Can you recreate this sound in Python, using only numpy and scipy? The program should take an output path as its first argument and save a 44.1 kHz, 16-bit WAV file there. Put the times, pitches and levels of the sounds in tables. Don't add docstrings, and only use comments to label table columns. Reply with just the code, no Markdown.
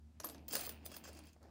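import sys
import numpy as np
from scipy import signal
from scipy.fft import rfft, irfft, next_fast_len
from scipy.io import wavfile
from scipy.ndimage import map_coordinates

SR = 44100
rng = np.random.default_rng(int(sys.argv[2]) if len(sys.argv) > 2 else 0)


def generate_wav(signal):
    frames = np.transpose(np.atleast_2d(signal))
    scaled = np.clip(frames, -1, 1) * 32767
    pcm = np.round(scaled).astype(np.int16)
    wavfile.write(sys.argv[1], SR, pcm)


N = 66150

# t/s, level/dB
HUM_LEVELS = [(0, -64), (.06, -60), (.12, -69), (.19, -63), (.25, -80), (.32, -66.5), (.39, -62.5),
              (.47, -63.5), (.53, -74), (.61, -66.5), (.78, -61.5), (.87, -62.5), (.92, -68.5), (1.03, -72),
              (1.10, -62), (1.27, -66), (1.34, -74), (1.43, -66), (1.5, -69.5)]
# multiple of its pitch, relative level/dB
HUM_TONES = [(1, 3.5), (2, -14.5), (3, -8.5)]
# t/s, paper level/dB, sleeve level/dB
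HAND_LEVELS = [(0, -78, -105), (.19, -77.5, -82.5), (.25, -60, -69), (.37, -59.5, -71.5), (.47, -65, -80),
               (.505, -61, -71), (.53, -52.5, -75), (.60, -61.5, -55), (.73, -60.5, -62), (.80, -64, -71.5),
               (.87, -60, -68.5), (1.02, -63, -68), (1.09, -62, -69.5), (1.23, -62, -70),
               (1.34, -76.5, -80), (1.40, -82, -95), (1.45, -64.5, -87), (1.5, -69, -83)]
# t/s, level/dB
SLIDE_LEVELS = [(.235, -55), (.255, -62), (.30, -71.5), (.33, -68), (.41, -108), (.49, -75), (.505, -55),
                (.512, -54), (.535, -45), (.57, -55), (.62, -57), (.665, -63), (.69, -77), (.76, -90),
                (.90, -69), (.945, -52), (.98, -67), (1.03, -100), (1.040, -53.5), (1.085, -57),
                (1.11, -69.5), (1.19, -63), (1.21, -76), (1.24, -75.5), (1.285, -66.5), (1.35, -96)]
# t/s, level/dB
FINGER_LEVELS = [(1.34, -95), (1.365, -71), (1.40, -83), (1.42, -63.5), (1.455, -63), (1.48, -62.5),
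                 (1.5, -70)]

# t/s, click level/dB, ring level/dB, thud level/dB, favoured ring f/Hz, favoured thud f/Hz
DROP_HITS = [(.2006, -44, -57, -48.5, 6350, 596), (.2415, -51.5, -59, -39.5, 7650, 1090),
             (.2447, -43.5, -35, -73, 10800, 1020), (.2562, -71, -44, -48, 12900, 520),
             (.2695, -50.5, -49, -72, 12800, 550), (.2875, -49.5, -66, -57, 8900, 610),
             (.2972, -49.5, -56, -49.5, 9100, 550), (.3462, -57, -83, -52.5, 5700, 615),
             (.3795, -64.5, -104, -66, 4900, 660)]
HEAP_HITS = [(.4815, -51, -40.5, -79, 15600, 700), (.4850, -47.5, -46, -53.5, 15700, 650),
             (.5090, -47.5, -66, -72, 5600, 600), (.5215, -52, -47, -69, 7700, 250),
             (.5275, -45, -36.5, -62, 14200, 220), (.5322, -49, -37, -40.5, 9150, 470),
             (.5385, -43.5, -38, -62, 5570, 474), (.5435, -55, -44, -57, 4970, 700),
             (.5525, -33, -29, -37.5, 14100, 1320), (.5608, -46, -46, -53, 4920, 483),
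             (.5655, -38, -38.5, -38.5, 9350, 505), (.5792, -48, -45, -79, 9300, 700),
             (.5922, -46, -46, -47.5, 10500, 700), (.6088, -40.5, -38, -55, 15600, 1200),
             (.6325, -53, -44.5, -52, 14100, 716), (.6432, -51, -51, -62, 4500, 700),
             (.6505, -52, -48, -82, 4210, 710), (.6585, -52, -44, -57, 12300, 720),
             (.6650, -48, -38, -77, 15650, 490), (.6735, -59, -69, -43.5, 4860, 740),
             (.6920, -42, -37, -55.5, 15120, 424), (.7215, -56.5, -76, -84, 8650, 690),
             (.8480, -74, -57, -75, 9330, 710), (.8550, -63, -41.5, -65, 14600, 705),
             (.8612, -46, -42.5, -50.5, 12100, 700), (.9165, -54, -58, -51.5, 12700, 1510),
             (.9440, -54, -60, -58.5, 5350, 1210), (.9555, -67, -54, -67, 15000, 704),
             (.9648, -46, -43, -50.5, 14800, 725), (.9830, -68, -56.5, -74, 10400, 700),
             (1.0388, -72, -60, -60, 8300, 1240), (1.0525, -70, -76, -50.5, 5200, 1500),
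             (1.0770, -62, -55, -51, 12300, 730), (1.0890, -60, -58, -48.5, 7100, 548),
             (1.1295, -61, -62, -73, 9540, 700), (1.1490, -63, -58, -85, 4800, 700),
             (1.1703, -61, -57, -75, 6960, 704), (1.1885, -56.5, -63, -57, 9200, 700),
             (1.2360, -69, -62, -80, 4770, 700), (1.2545, -68, -63, -81, 14700, 700),
             (1.2695, -62.5, -67, -87, 8980, 690), (1.3300, -71, -65, -87, 6880, 700),
             (1.4280, -68, -72.5, -67, 7340, 600)]
# f/Hz, relative level/dB, time to fade by 60 dB/s
DROP_MODES = [(9448, -16, .1), (9781, -13, .12), (10790, -15, .08), (12667, -8, .15), (12784, -5, .12),
              (12840, -5, .13), (12904, -4, .14), (12954, -2, .24), (13090, -8, .14), (13300, -7, .05),
              (15500, -17, .05)]
HEAP_COIN_MODES = [(4780, -3, 0.12), (6280, -4.5, 0.052), (7410, -7, 0.14), (8080, -7.5, 0.064),
                   (9070, -6, 0.2), (9190, -3.5, 0.2), (10400, -5.5, 0.036), (12440, -7.5, 0.06),
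                   (14000, -4.5, 0.053), (15340, -1, 0.11), (15300, -7, 0.14)]
# f/Hz, width/Hz, relative level/dB
RUB_RESONANCES = [(1520, 470, 0), (2674, 96, 0.5), (3260, 54, 0.5), (4640, 450, -1), (5010, 410, 1),
                  (6500, 160, -2.5), (7520, 34, -1), (8140, 310, -10), (9100, 160, -7),
                  (10500, 1100, -10.5), (14400, 2000, -0.5)]

# f/Hz, relative level/dB
ROOM_NOISE_SPECTRUM = [(25, -21), (50, -3.5), (100, 3), (160, -5.5), (230, -1), (320, -8), (450, -24),
                       (1000, -23.5), (2500, -30.5), (5000, -30), (9000, -34.5), (16000, -43)]
PAPER_SPECTRUM = [(25, -50), (50, -11), (110, -7), (160, 3.5), (240, 4.5), (320, 7), (400, -6.5),
                  (700, -4.5), (900, -9.5), (1800, -34.5), (4000, -55), (12000, -82)]
SLEEVE_SPECTRUM = [(300, -1), (700, -2), (1200, -2.5), (1900, -2), (2250, -1), (2550, 3.5), (2950, -1),
                   (3500, -6), (4700, -8), (6500, -23), (15000, -35)]
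DROP_CLICK_SPECTRUM = [(300, -6), (1000, 4.5), (2500, -7), (3800, 4.5), (5000, 0), (6600, 2), (8000, -3),
                       (11300, -1), (15500, -14)]
THUD_SPECTRUM = [(25, -70), (60, -46), (200, -13.5), (500, 5.5), (700, 1.5), (850, -7), (1150, -1),
                 (1700, -6.5), (3000, -22), (8000, -90)]
SCRAPE_SPECTRUM = [(200, -8), (600, -3.5), (1300, -8.5), (2000, 0), (3800, -9.5), (4900, 2.5), (5800, -1),
                   (7400, -4.5), (8600, -11), (9300, -14), (11300, -34), (15500, -34)]
HEAP_CLICK_SPECTRUM = [(300, -21), (1000, -7.5), (2000, -2.5), (3200, -0.5), (4800, 6.5), (5700, -0.5),
                       (6500, 2), (8200, -7), (9400, 4), (11500, -4.5), (15500, -2)]
FINGER_SPECTRUM = [(200, -7.5), (450, 4), (750, 0.5), (1100, -9.5), (1800, -13), (3200, -29), (4800, -19),
                   (9000, -37)]
# f/Hz, time to fade by 60 dB/s
ROOM_DECAY = [(200, 0.35), (2000, 0.11), (6000, 0.21), (15000, 0.18)]

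HUM_HZ, TOP_HZ = 75.5, 15950
CLICK_HOLD_S, CLICK_T60_S = 0.0029, 0.0069
THUD_RISE_S, THUD_T60_S = 0.0011, 0.038
DROP_DETUNE, HEAP_DETUNE = 0.0011, 0.0104
DAMP_S, FREE_SHARE = 0.0054, 0.19
GRIP_S, GRIP_SHARE, GRIP_DB_PER_S = .8, .18, 692


def amp(db):
    return 10 ** (np.asarray(db) / 20)


def unit(x):
    return x / np.sqrt(np.mean(x ** 2) + 1e-20)


def along(points, hz):
    f, v = np.transpose(points)
    return np.interp(np.log(hz + 1), np.log(f + 1), v)


def curves(rows):
    times, *columns = np.transpose(rows)
    return [np.interp(np.arange(N) / SR, times, column) for column in columns]


def wobble(rate):
    return map_coordinates(rng.standard_normal(int(N * rate / SR) + 4), [np.arange(N) * rate / SR])


def swing(rate):
    return np.tanh(wobble(rate))


def bump(hz, centre_hz, octaves):
    return np.exp(-.5 * (np.log2((hz + 1) / centre_hz) / octaves) ** 2)


def filtered(x, response):
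    size = next_fast_len(N + SR // 4)
    return irfft(rfft(x, size) * response(np.fft.rfftfreq(size, 1 / SR)), size)[:N]


def noise(spectrum, grain_db=0):
    grains = amp(grain_db * wobble(1000))
    return unit(filtered(grains * rng.standard_normal(N), lambda hz: amp(along(spectrum, hz))))


def burst(envelope, spectrum, centre_hz, octaves, boost_db, grain_db=0):
    count = len(envelope)
    hz = np.fft.rfftfreq(count, 1 / SR)
    white = rng.standard_normal(count)
    grains = amp(grain_db * np.repeat(np.tanh(rng.standard_normal(count)), 24)[:count])
    colour = amp(along(spectrum, hz) + boost_db * bump(hz, centre_hz, octaves))
    sound = envelope * irfft(rfft(white * grains) * colour, count)
    return sound * np.linalg.norm(envelope) / np.linalg.norm(sound)


def add(track, start_s, sound):
    part = track[round(start_s * SR):][:len(sound)]
    part += sound[:len(part)]


def background():
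    level_db, = curves(HUM_LEVELS)
    cycles = np.cumsum(HUM_HZ * (1 + 0.011 * wobble(7.6))) / SR
    hum = sum(amp(db) * np.sin(2 * np.pi * (round(k) * cycles + rng.random())) for k, db in HUM_TONES)
    return np.sqrt(2) * amp(level_db) * hum + amp(-70.5) * noise(ROOM_NOISE_SPECTRUM)


def hand_rustle():
    paper_db, sleeve_db = curves(HAND_LEVELS)
    paper = amp(paper_db) * noise(PAPER_SPECTRUM, grain_db=2.5)
    sleeve = amp(sleeve_db) * noise(SLEEVE_SPECTRUM, grain_db=3)
    return paper + sleeve


def coin_hits(hits, modes, click_spectrum, detune, mixed):
    t = np.arange(SR // 4) / SR
    mode_hz, mode_db, t60 = np.transpose(modes)[:, :, None]
    click_shape = amp(-60 * np.maximum(t - CLICK_HOLD_S, 0) / CLICK_T60_S) * (1 - np.exp(-t / 0.00025))
    thud_shape = amp(-60 * t / THUD_T60_S) * (1 - np.exp(-t / THUD_RISE_S))
    ring_shape = amp(-60 * t / t60) * (1 - np.exp(-t / 0.0013))
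    track = np.zeros(N)
    for start_s, click_db, ring_db, thud_db, favoured_hz, thud_hz in hits:
        strength, tuning, phase = rng.standard_normal((3, len(modes), 1))
        hz = mode_hz * (1 + detune * tuning)
        spot_db = 10 * bump(mode_hz, favoured_hz, octaves=0.2)
        gain = amp(mode_db + 0.5 * strength + spot_db)
        if mixed:
            nearest = np.argmin(abs(mode_hz - favoured_hz))
            hz[nearest], gain[nearest] = favoured_hz, gain.max()
        tones = np.sin(2 * np.pi * (hz * t + phase))
        ring = np.sqrt(2) * (gain / np.linalg.norm(gain) * ring_shape * tones).sum(0)
        free = FREE_SHARE if start_s < GRIP_S else GRIP_SHARE * amp(-GRIP_DB_PER_S * t)
        damping = free + (1 - free) * np.exp(-(t / DAMP_S) ** 2)
        click = burst(click_shape, click_spectrum, favoured_hz, octaves=0.2, boost_db=6, grain_db=8.5)
        thud = burst(thud_shape, THUD_SPECTRUM, thud_hz, octaves=.22, boost_db=8)
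        add(track, start_s, amp(ring_db) * damping * ring + amp(click_db) * click + amp(thud_db) * thud)
    return track


def early_echoes(x):
    distance, strength = rng.random((8, 2)).T
    delay_s = .012 * (0.0802 + distance)
    gain = (strength - .5) / np.linalg.norm(strength - .5)
    return filtered(x, lambda hz: sum(g * np.exp(-2j * np.pi * hz * d) for g, d in zip(gain, delay_s)))


def room_echo(x):
    hz, t, bands = signal.stft(rng.standard_normal(SR // 2), SR, nperseg=256)
    fade = amp(-60 * t / along(ROOM_DECAY, hz)[:, None])
    _, tail = signal.istft(bands * fade, SR, nperseg=256)
    tail *= 1 - np.exp(-np.arange(len(tail)) / SR / 0.00086)
    return signal.fftconvolve(x, tail / np.linalg.norm(tail))[:N]


def sliding_coins():
    level_db, = curves(SLIDE_LEVELS)
    moving = np.arange(N) / SR > SLIDE_LEVELS[0][0]
    slips = rng.standard_normal(N) * amp(8 * swing(700))
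    rub = np.zeros(N)
    for hz, width, db in RUB_RESONANCES:
        resonance = filtered(slips, lambda f: 1j * f * width / (hz * hz - f * f + 1j * f * width))
        rub += amp(db + 1.5 * swing(35)) * unit(resonance)
    rub = map_coordinates(rub, [np.cumsum(1 + .015 * swing(35))])
    roughness = amp(4.5 * swing(150) + 3 * swing(1200))
    scrape = roughness * noise(SCRAPE_SPECTRUM)
    return moving * amp(level_db) * (amp(-4) * unit(rub) + amp(-6) * unit(scrape))


def jingle(start_s=.526, end_s=.672, count=44):
    hits = []
    for progress, pitch, softness in rng.random((count, 3)):
        time_s = start_s + (end_s - start_s) * progress
        ring_db = -43 - 10 * progress - 7 * softness
        favoured_hz = 6000 + 9000 * pitch
        hits.append((time_s, ring_db - 7, ring_db, ring_db - 28, 700, favoured_hz))
    return coin_hits(hits, HEAP_COIN_MODES, HEAP_CLICK_SPECTRUM, HEAP_DETUNE, mixed=True)


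def fingertip():
    level_db, = curves(FINGER_LEVELS)
    return amp(level_db) * noise(FINGER_SPECTRUM, grain_db=5.5)


def scene():
    drop = coin_hits(DROP_HITS, DROP_MODES, DROP_CLICK_SPECTRUM, DROP_DETUNE, mixed=False)
    heap = coin_hits(HEAP_HITS, HEAP_COIN_MODES, HEAP_CLICK_SPECTRUM, HEAP_DETUNE, mixed=True)
    coins = drop + heap + jingle() + sliding_coins()
    echoes = amp(-12) * early_echoes(coins) + amp(-9) * room_echo(coins)
    return (coins + echoes + hand_rustle() + fingertip() + background())[None]


def record(dry):
    treble_cut = lambda hz: np.clip((TOP_HZ - hz) / 300 + .5, 0, 1) ** 2
    return np.array([filtered(channel, treble_cut) for channel in dry])


dry = scene()
out = record(dry)
generate_wav(out)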